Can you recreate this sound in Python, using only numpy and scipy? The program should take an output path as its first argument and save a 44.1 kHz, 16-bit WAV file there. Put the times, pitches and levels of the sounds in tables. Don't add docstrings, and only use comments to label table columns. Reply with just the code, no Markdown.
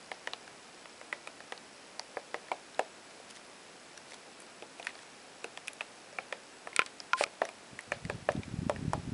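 import sys
import numpy as np
from scipy import signal
from scipy.fft import rfft, irfft, next_fast_len
from scipy.io import wavfile

SR = 44100
rng = np.random.default_rng(int(sys.argv[2]) if len(sys.argv) > 2 else 0)


def transcribe(u):
    v = np.clip(np.atleast_2d(u).T, -1, 1)
    q = np.round(v * 32767).astype(np.int16)
    wavfile.write(sys.argv[1], SR, q)


N = 402633
CONTACT_LAG_S = 0.00098

# start in seconds, knock in dB, its pitch in Hz, surface ring
# in dB, its pitch in Hz, chip crack in dB, its pitch in Hz, bill tick in dB. Levels are relative.
PECKS = [(0.115, -32, 653, -29.5, 1790, -38, 3220, -45.5), (0.272, -35, 544, -28.5, 1880, -35.5, 3370, -46),
         (0.333, -37, 830, -34.5, 2870, -30.5, 4130, -51), (0.476, -47, 707, -41.5, 1510, -53, 4900, -58),
         (0.855, -45, 549, -42, 1890, -51, 3210, -61), (1.012, -40, 630, -43.5, 1990, -49, 5100, -60),
         (1.126, -37.5, 555, -25.5, 1980, -44, 3720, -46),
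         (1.272, -41, 580, -33.5, 2480, -42.5, 3650, -43.5), (1.403, -40.5, 700, -40, 1770, -50, 4180, -63),
         (1.521, -33.5, 570, -31, 1980, -38, 3160, -47), (1.576, -53, 756, -47, 2880, -43, 4400, -63),
         (1.994, -35.5, 840, -38.5, 1980, -29.5, 4670, -43.5),
         (2.169, -26.5, 536, -32, 1730, -63, 3810, -56), (2.342, -28, 541, -29, 1940, -40, 3350, -48),
         (2.483, -51, 620, -43, 1700, -52, 4420, -57), (2.515, -22, 837, -26.5, 2310, -47, 3230, -46),
         (2.745, -69, 517, -59, 3270, -43.5, 3700, -65), (2.792, -16.5, 637, -25.5, 1740, -39, 3270, -34.5),
         (3.199, -44, 560, -63, 1880, -56, 3490, -59), (3.369, -64, 670, -48, 2000, -45, 3600, -62),
         (3.976, -58, 536, -46, 1620, -40.5, 5760, -50), (4.119, -46, 587, -43, 2140, -47, 5790, -57),
         (4.133, -48, 441, -48, 2150, -47, 3600, -55), (4.401, -60, 406, -48, 1650, -61, 3330, -44),
         (4.419, -57, 470, -52, 2400, -67, 4670, -49), (4.622, -36.5, 428, -39, 2540, -46, 3220, -56),
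         (4.796, -37.5, 664, -41.5, 2470, -49, 5790, -59), (4.826, -56, 382, -41.5, 2860, -43.5, 3670, -54),
         (4.849, -63, 759, -47, 2420, -52, 3680, -48), (4.868, -53, 430, -24.5, 1850, -37, 4410, -41),
         (4.891, -58, 600, -40, 2000, -55, 3600, -60), (4.903, -58, 600, -43, 1800, -56, 3600, -62),
         (4.952, -51, 692, -45, 1730, -47, 4360, -63), (4.989, -58, 447, -42.5, 1810, -49, 3240, -60),
         (5.442, -32.5, 440, -32.5, 2650, -42, 4110, -40),
         (5.573, -43.5, 670, -36.5, 1790, -35.5, 3230, -46), (5.673, -49, 900, -42, 2580, -43, 5600, -42),
         (5.68, -59, 740, -31, 2520, -33.5, 3600, -36), (5.731, -59, 624, -52, 2290, -51, 3950, -43.5),
         (5.807, -38.5, 680, -27.5, 2520, -42, 3550, -49), (5.814, -38, 870, -39, 2020, -48, 3750, -53),
         (6.126, -45, 546, -48, 1620, -54, 5400, -63), (6.185, -31.5, 690, -28, 2330, -47, 3330, -51),
         (6.324, -31.5, 536, -25, 1850, -35, 3220, -47), (6.671, -35, 650, -35, 1730, -56, 5860, -51),
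         (6.729, -58, 573, -41, 2100, -56, 4870, -58), (7.001, -47, 815, -41, 1600, -34, 5000, -56),
         (7.208, -18, 626, -28, 2480, -42, 3360, -43), (7.416, -17.5, 620, -25.5, 1850, -39, 3300, -48),
         (7.451, -42, 643, -34, 1910, -38.5, 5900, -45.5), (7.488, -40.5, 666, -36, 2450, -44, 3430, -47),
         (7.789, -61, 595, -32, 1860, -51, 3730, -44), (7.807, -55, 807, -59, 1770, -58, 3880, -46),
         (7.918, -26, 590, -21.5, 1770, -49, 3250, -40.5), (8.05, -59, 538, -40, 1990, -46, 4700, -49),
         (8.097, -26, 517, -26.5, 1710, -38, 3500, -43), (8.287, -17, 614, -24, 1720, -58, 3700, -49),
         (8.318, -50, 665, -39, 1900, -42, 5730, -44.5), (8.363, -40, 384, -53, 2560, -47, 3690, -62),
         (8.432, -52, 513, -40.5, 2370, -45, 3670, -63), (8.695, -17.5, 615, -29.5, 1780, -36.5, 3400, -41),
         (8.76, -49, 835, -39, 1840, -50, 4970, -59), (8.932, -20, 865, -27, 1860, -41.5, 5790, -36.5)]
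# pitch in Hz, relative level in dB, 60 dB decay time in seconds.
TRUNK_MODES = [(452.5, -3.5, 0.099), (564.3, 6, 0.057), (693, 6, 0.052), (715, 2, 0.042), (779, 3.5, 0.054),
               (898, 0, 0.048)]
# pitch in Hz, relative level in dB, decay in seconds.
HOLLOW_MODES = [(971, -5.5, 0.024), (1276, -1, 0.014), (1444, -2.5, 0.0053)]
# delay in seconds, relative level in dB.
ECHOES = [(.008, -12), (.0185, -17)]
# start in seconds, length in seconds, level in dB.
SCRAPES = [(3.1, 0.11, -61), (3.29, .025, -53), (3.351, 0.035, -56), (3.97, .015, -60), (4.08, .07, -57.5),
           (4.79, .26, -60)]
# start in seconds, case ring in dB, its pitch in Hz,
# then bar, jolt, plate, rattle, crack and tick in dB. Levels are relative.
CLICKS = [(6.762, -30, 1420, -52, -53, -23, -35.5, -21, -25.5),
          (6.7912, -11.5, 1360, -24.5, -21.5, -10, -25, -24, -34),
          (6.8168, -24, 1470, -33.5, -39, -25, -36, -36, -57),
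          (6.861, -53, 1270, -62, -44, -38, -38.5, -30.5, -42),
          (7.132, -11, 1395, -19, -52, -18, -53, -22, -46),
          (7.2371, -23, 1260, -50, -34, -16.5, -50, -19, -33),
          (7.2635, -41, 1300, -48, -35, -41, -47, -51, -57)]
# pitch in Hz, relative level in dB, decay in seconds.
PLATE_MODES = [(2257, 0.5, 0.0097), (2430, -5, 0.016), (3000, -14, 0.013)]
# frequency in Hz, relative level in dB.
SLIDE_SPECTRUM = [(880, -21), (1500, 1), (2470, -3), (5510, -6.5), (5990, -13), (8840, -8.5), (10900, -17),
                  (14100, -47), (22000, -120)]
# time in seconds, level in dB.
GUST_LEVELS = [(7.68, -83), (7.732, -48), (7.84, -90), (7.884, -51), (7.97, -45.5), (7.995, -58),
               (8.07, -46), (8.095, -53), (8.14, -43), (8.26, -62.5), (8.354, -35), (8.408, -43),
               (8.444, -62), (8.47, -42), (8.6, -39), (8.75, -44.5), (8.95, -40.5), (9.05, -44),
               (9.13, -36)]
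# frequency in Hz, relative level in dB.
GUST_SPECTRUM = [(12, -54), (20, -28), (87, 0), (151, -0.5), (295, -9.5), (354, -18), (386, -10),
                 (513, -27), (600, -42), (780, -52), (1320, -120)]
# centre in seconds, envelope peak in dB, pitch in Hz.
EDDIES = [(8.355, -24.5, 216), (8.379, -28.5, 191), (8.399, -30.5, 210.0), (8.482, -31, 200.0),
          (8.516, -37, 140.0), (8.542, -26, 184), (8.591, -23, 140.0), (8.632, -26, 217),
          (8.668, -21.5, 182), (8.792, -28, 169), (8.828, -26, 181), (8.862, -32, 161), (8.882, -20.5, 152),
          (8.98, -27.5, 192), (9.078, -27.5, 180.0), (9.094, -28.5, 190.0), (9.122, -25.5, 179)]
# time in seconds, relative level in dB.
TICKING_LEVELS = [(0, -40), (5, -42), (9.13, -44.5)]
# frequency in Hz, relative level in dB.
AIR_SPECTRUM = [(12, -31), (20, -21), (71, -13), (238, 0.5), (539, 1.5), (720, 1), (1100, -3), (1550, -3),
                (2180, -5.5), (2360, -4), (3230, -8.5), (5200, -10.5), (6760, -12), (8130, -13.5),
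                (10900, -15.5), (14100, -65), (22000, -120)]
# pitch in Hz, rms level in dB about which the tone wavers.
WHINE_TONES = [(7852, -80.5), (7882, -77)]


def woodpecker():
    start_s, knock_db, knock_hz, surface_db, surface_hz, chip_db, chip_hz, tick_db = np.transpose(PECKS)
    trunk_db = knock_db - 14 - 3 * np.log2(knock_hz / 600)
    hollow_db = 4.5 + 0.39 * knock_db + 0.61 * surface_db
    tick_hz = rng.uniform(6300, 10680, len(start_s))
    pecks = from_db(np.c_[knock_db] + 7.5) * ring(knock_hz, t60=0.016, rise_s=0.00075)
    pecks += strike(TRUNK_MODES, trunk_db, rise_s=0.0017, wander=0.049)
    pecks += crack(knock_db - 7, low_hz=383, high_hz=930, t60=0.068)
    pecks += strike(HOLLOW_MODES, hollow_db, rise_s=0.001, wander=0.059)
    pecks += from_db(np.c_[surface_db] + 9) * ring(surface_hz, t60=0.012, rise_s=0.00093)
    pecks += crack(surface_db + 2.5, low_hz=1600, high_hz=2770, t60=0.018)
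    pecks += crack(surface_db - 19, low_hz=1150, high_hz=4770, t60=0.23)
    pecks += from_db(np.c_[chip_db] + 14.5) * ring(chip_hz, t60=0.0046, rise_s=0.00053)
    pecks += crack(chip_db + 4, low_hz=2830, high_hz=6050, t60=0.0091)
    pecks += from_db(np.c_[tick_db] + 10.5) * ring(tick_hz, t60=0.0038, rise_s=0.00033)
    pecks += crack(tick_db + 8, low_hz=5830, high_hz=12700, t60=0.012)
    return filtered(place(start_s + CONTACT_LAG_S, pecks), "high", hz=280, order=2)


def woods(direct):
    t = np.arange(SR // 2) / SR
    tail_db, tail_t60 = -37, 0.22
    returns = from_db(tail_db - 60 * t / tail_t60) * rng.standard_normal(len(t)) * (t > 0.005)
    for delay_s, db in ECHOES:
        returns[round(delay_s * SR)] += from_db(db)
    dull = filtered(direct, "low", hz=690, order=1)
    return signal.fftconvolve(dull, returns)[:N]


def claws():
    grains = rng.standard_normal(N) * from_db(6.2 * drift(110))
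    t = np.arange(N) / SR
    edge_s = 0.011
    strokes = sum(from_db(db) * np.interp(t, [s - edge_s, s, s + length, s + length + edge_s], [0, 1, 1, 0])
                  for s, length, db in SCRAPES)
    return strokes * rms_one(filtered(grains, "band", hz=[1500, 7000], order=1))


def mechanism_clicks():
    start_s, case_db, case_hz, bar_db, jolt_db, plate_db, rattle_db, crack_db, tick_db = np.transpose(CLICKS)
    plate = sum(from_db(db) * ring([hz], t60, rise_s=0.00038) for hz, db, t60 in PLATE_MODES)
    parts = from_db(np.c_[case_db]) * ring(case_hz, t60=0.023, rise_s=0.00016)
    parts += from_db(np.c_[bar_db] - 0.5) * ring([1038], t60=0.1, rise_s=0.00097)
    parts += from_db(np.c_[plate_db] + 2.5) * plate
    parts += crack(rattle_db, low_hz=910, high_hz=3200, t60=0.096)
    parts += crack(crack_db + 2.5, low_hz=2800, high_hz=6018.5, t60=0.011)
    parts += crack(tick_db + 14, low_hz=6300, high_hz=9700, t60=0.0044)
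    jolt = from_db(np.c_[jolt_db] + 3.5) * ring([480], t60=0.013, rise_s=0.00023)
    clicks = filtered(parts, "high", hz=800, order=2) + filtered(jolt, "high", hz=120, order=1)
    return place(start_s + CONTACT_LAG_S, clicks)


def mechanism_slide():
    friction = rng.standard_normal(N) * from_db(1.1 * drift(200))
    swell = level([(7.15, -76.5), (7.181, -38.5), (7.24, -38.5)])
    return swell * coloured(friction, SLIDE_SPECTRUM)


def wind():
    lumps = rng.standard_normal(N) * from_db(5.5 * drift(52))
    rumble = level(GUST_LEVELS) * coloured(lumps, GUST_SPECTRUM)
    centre_s, db, hz = np.transpose(EDDIES)
    lead_s = 0.02
    cycles = np.c_[hz] * (np.arange(SR // 25) / SR - lead_s)
    thumps = from_db(np.c_[db]) * np.sin(2 * np.pi * cycles) * np.exp(-(cycles / 0.48) ** 2)
    return rumble + place(centre_s - lead_s, thumps)


def recorder_ticking():
    first_s, ticks_per_s = 0.0118, 59.94
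    start_s = np.arange(first_s, N / SR, 1 / ticks_per_s)
    chance = rng.normal(0, 1, (len(start_s), 2))
    strength = from_db(2 * chance[:, :1])
    hz = 5150 * (1 + chance[:, 1] / 40)
    return level(TICKING_LEVELS) * place(start_s, strength * ring(hz, t60=0.0038, rise_s=0.00031))


def air_and_hiss():
    t = np.arange(N) / SR
    whine = sum(from_db(db + 2.5 * drift(9)) * np.sqrt(2) * np.sin(2 * np.pi * hz * t)
                for hz, db in WHINE_TONES)
    return from_db(-53) * coloured(rng.standard_normal(N), AIR_SPECTRUM) + whine


def ring(hz, t60, rise_s):
    t = np.arange(SR // 8) / SR
    swell = 1 - np.exp(-(t / rise_s) ** 2)
    return np.sin(2 * np.pi * np.c_[hz] * t) * from_db(-60 * t / t60) * swell


def strike(modes, db, rise_s, wander):
    chance = rng.normal(0, 1, (len(db), 2, len(modes)))
    blows = 0
    for k, (hz, mode_db, t60) in enumerate(modes):
        strength = from_db(np.c_[db + mode_db + 2 * chance[:, 0, k]])
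        blows += strength * ring(hz * (1 + wander * chance[:, 1, k]), t60, rise_s)
    return blows


def crack(db, low_hz, high_hz, t60):
    t = np.arange(SR // 8) / SR
    noise = rng.standard_normal((len(db), len(t))) * from_db(-60 * t / t60)
    burst = filtered(noise, "band", hz=[low_hz, high_hz], order=3)
    power = np.sum(burst ** 2, axis=1, keepdims=True) / (t60 * SR / 60)
    return from_db(np.c_[db]) * burst / np.sqrt(power)


def place(times, rows):
    track = np.zeros(N + rows.shape[1])
    for s, row in zip(times, rows):
        start = round(s * SR)
        track[start:start + len(row)] += row
    return track[:N]


def level(curve):
    s, db = np.transpose(curve)
    return from_db(np.interp(np.arange(N) / SR, s, db, left=-150, right=-150))


def coloured(noise, spectrum):
    size = next_fast_len(N)
    hz, db = np.transpose(spectrum)
    bin_hz = np.arange(1, size // 2 + 2) * SR / size
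    shape_db = np.interp(np.log(bin_hz), np.log(hz), db)
    return rms_one(irfft(rfft(noise, size) * from_db(shape_db), size)[:N])


def drift(rate):
    pole = np.exp(-2 * np.pi * rate / SR)
    wander = signal.lfilter([1], [1, -2 * pole, pole * pole], rng.standard_normal(N + SR))
    return rms_one(wander)[SR:]


def filtered(x, kind, hz, order):
    return signal.sosfilt(signal.butter(order, hz, kind, fs=SR, output="sos"), x)


def from_db(db):
    return 10 ** (np.asarray(db) / 20)


def rms_one(x):
    return x / np.sqrt(np.mean(x ** 2) + 1e-20)


def scene():
    pecks = woodpecker()
    bird = pecks + woods(pecks) + claws()
    near = mechanism_clicks() + mechanism_slide() + wind()
    background = recorder_ticking() + air_and_hiss()
    return (bird + near + background)[None]


def record(dry):
    top_cut = signal.ellip(12, 0.5, 60, 11020, fs=SR, output="sos")
    return signal.sosfilt(top_cut, dry)


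dry = scene()
out = record(dry)
transcribe(out)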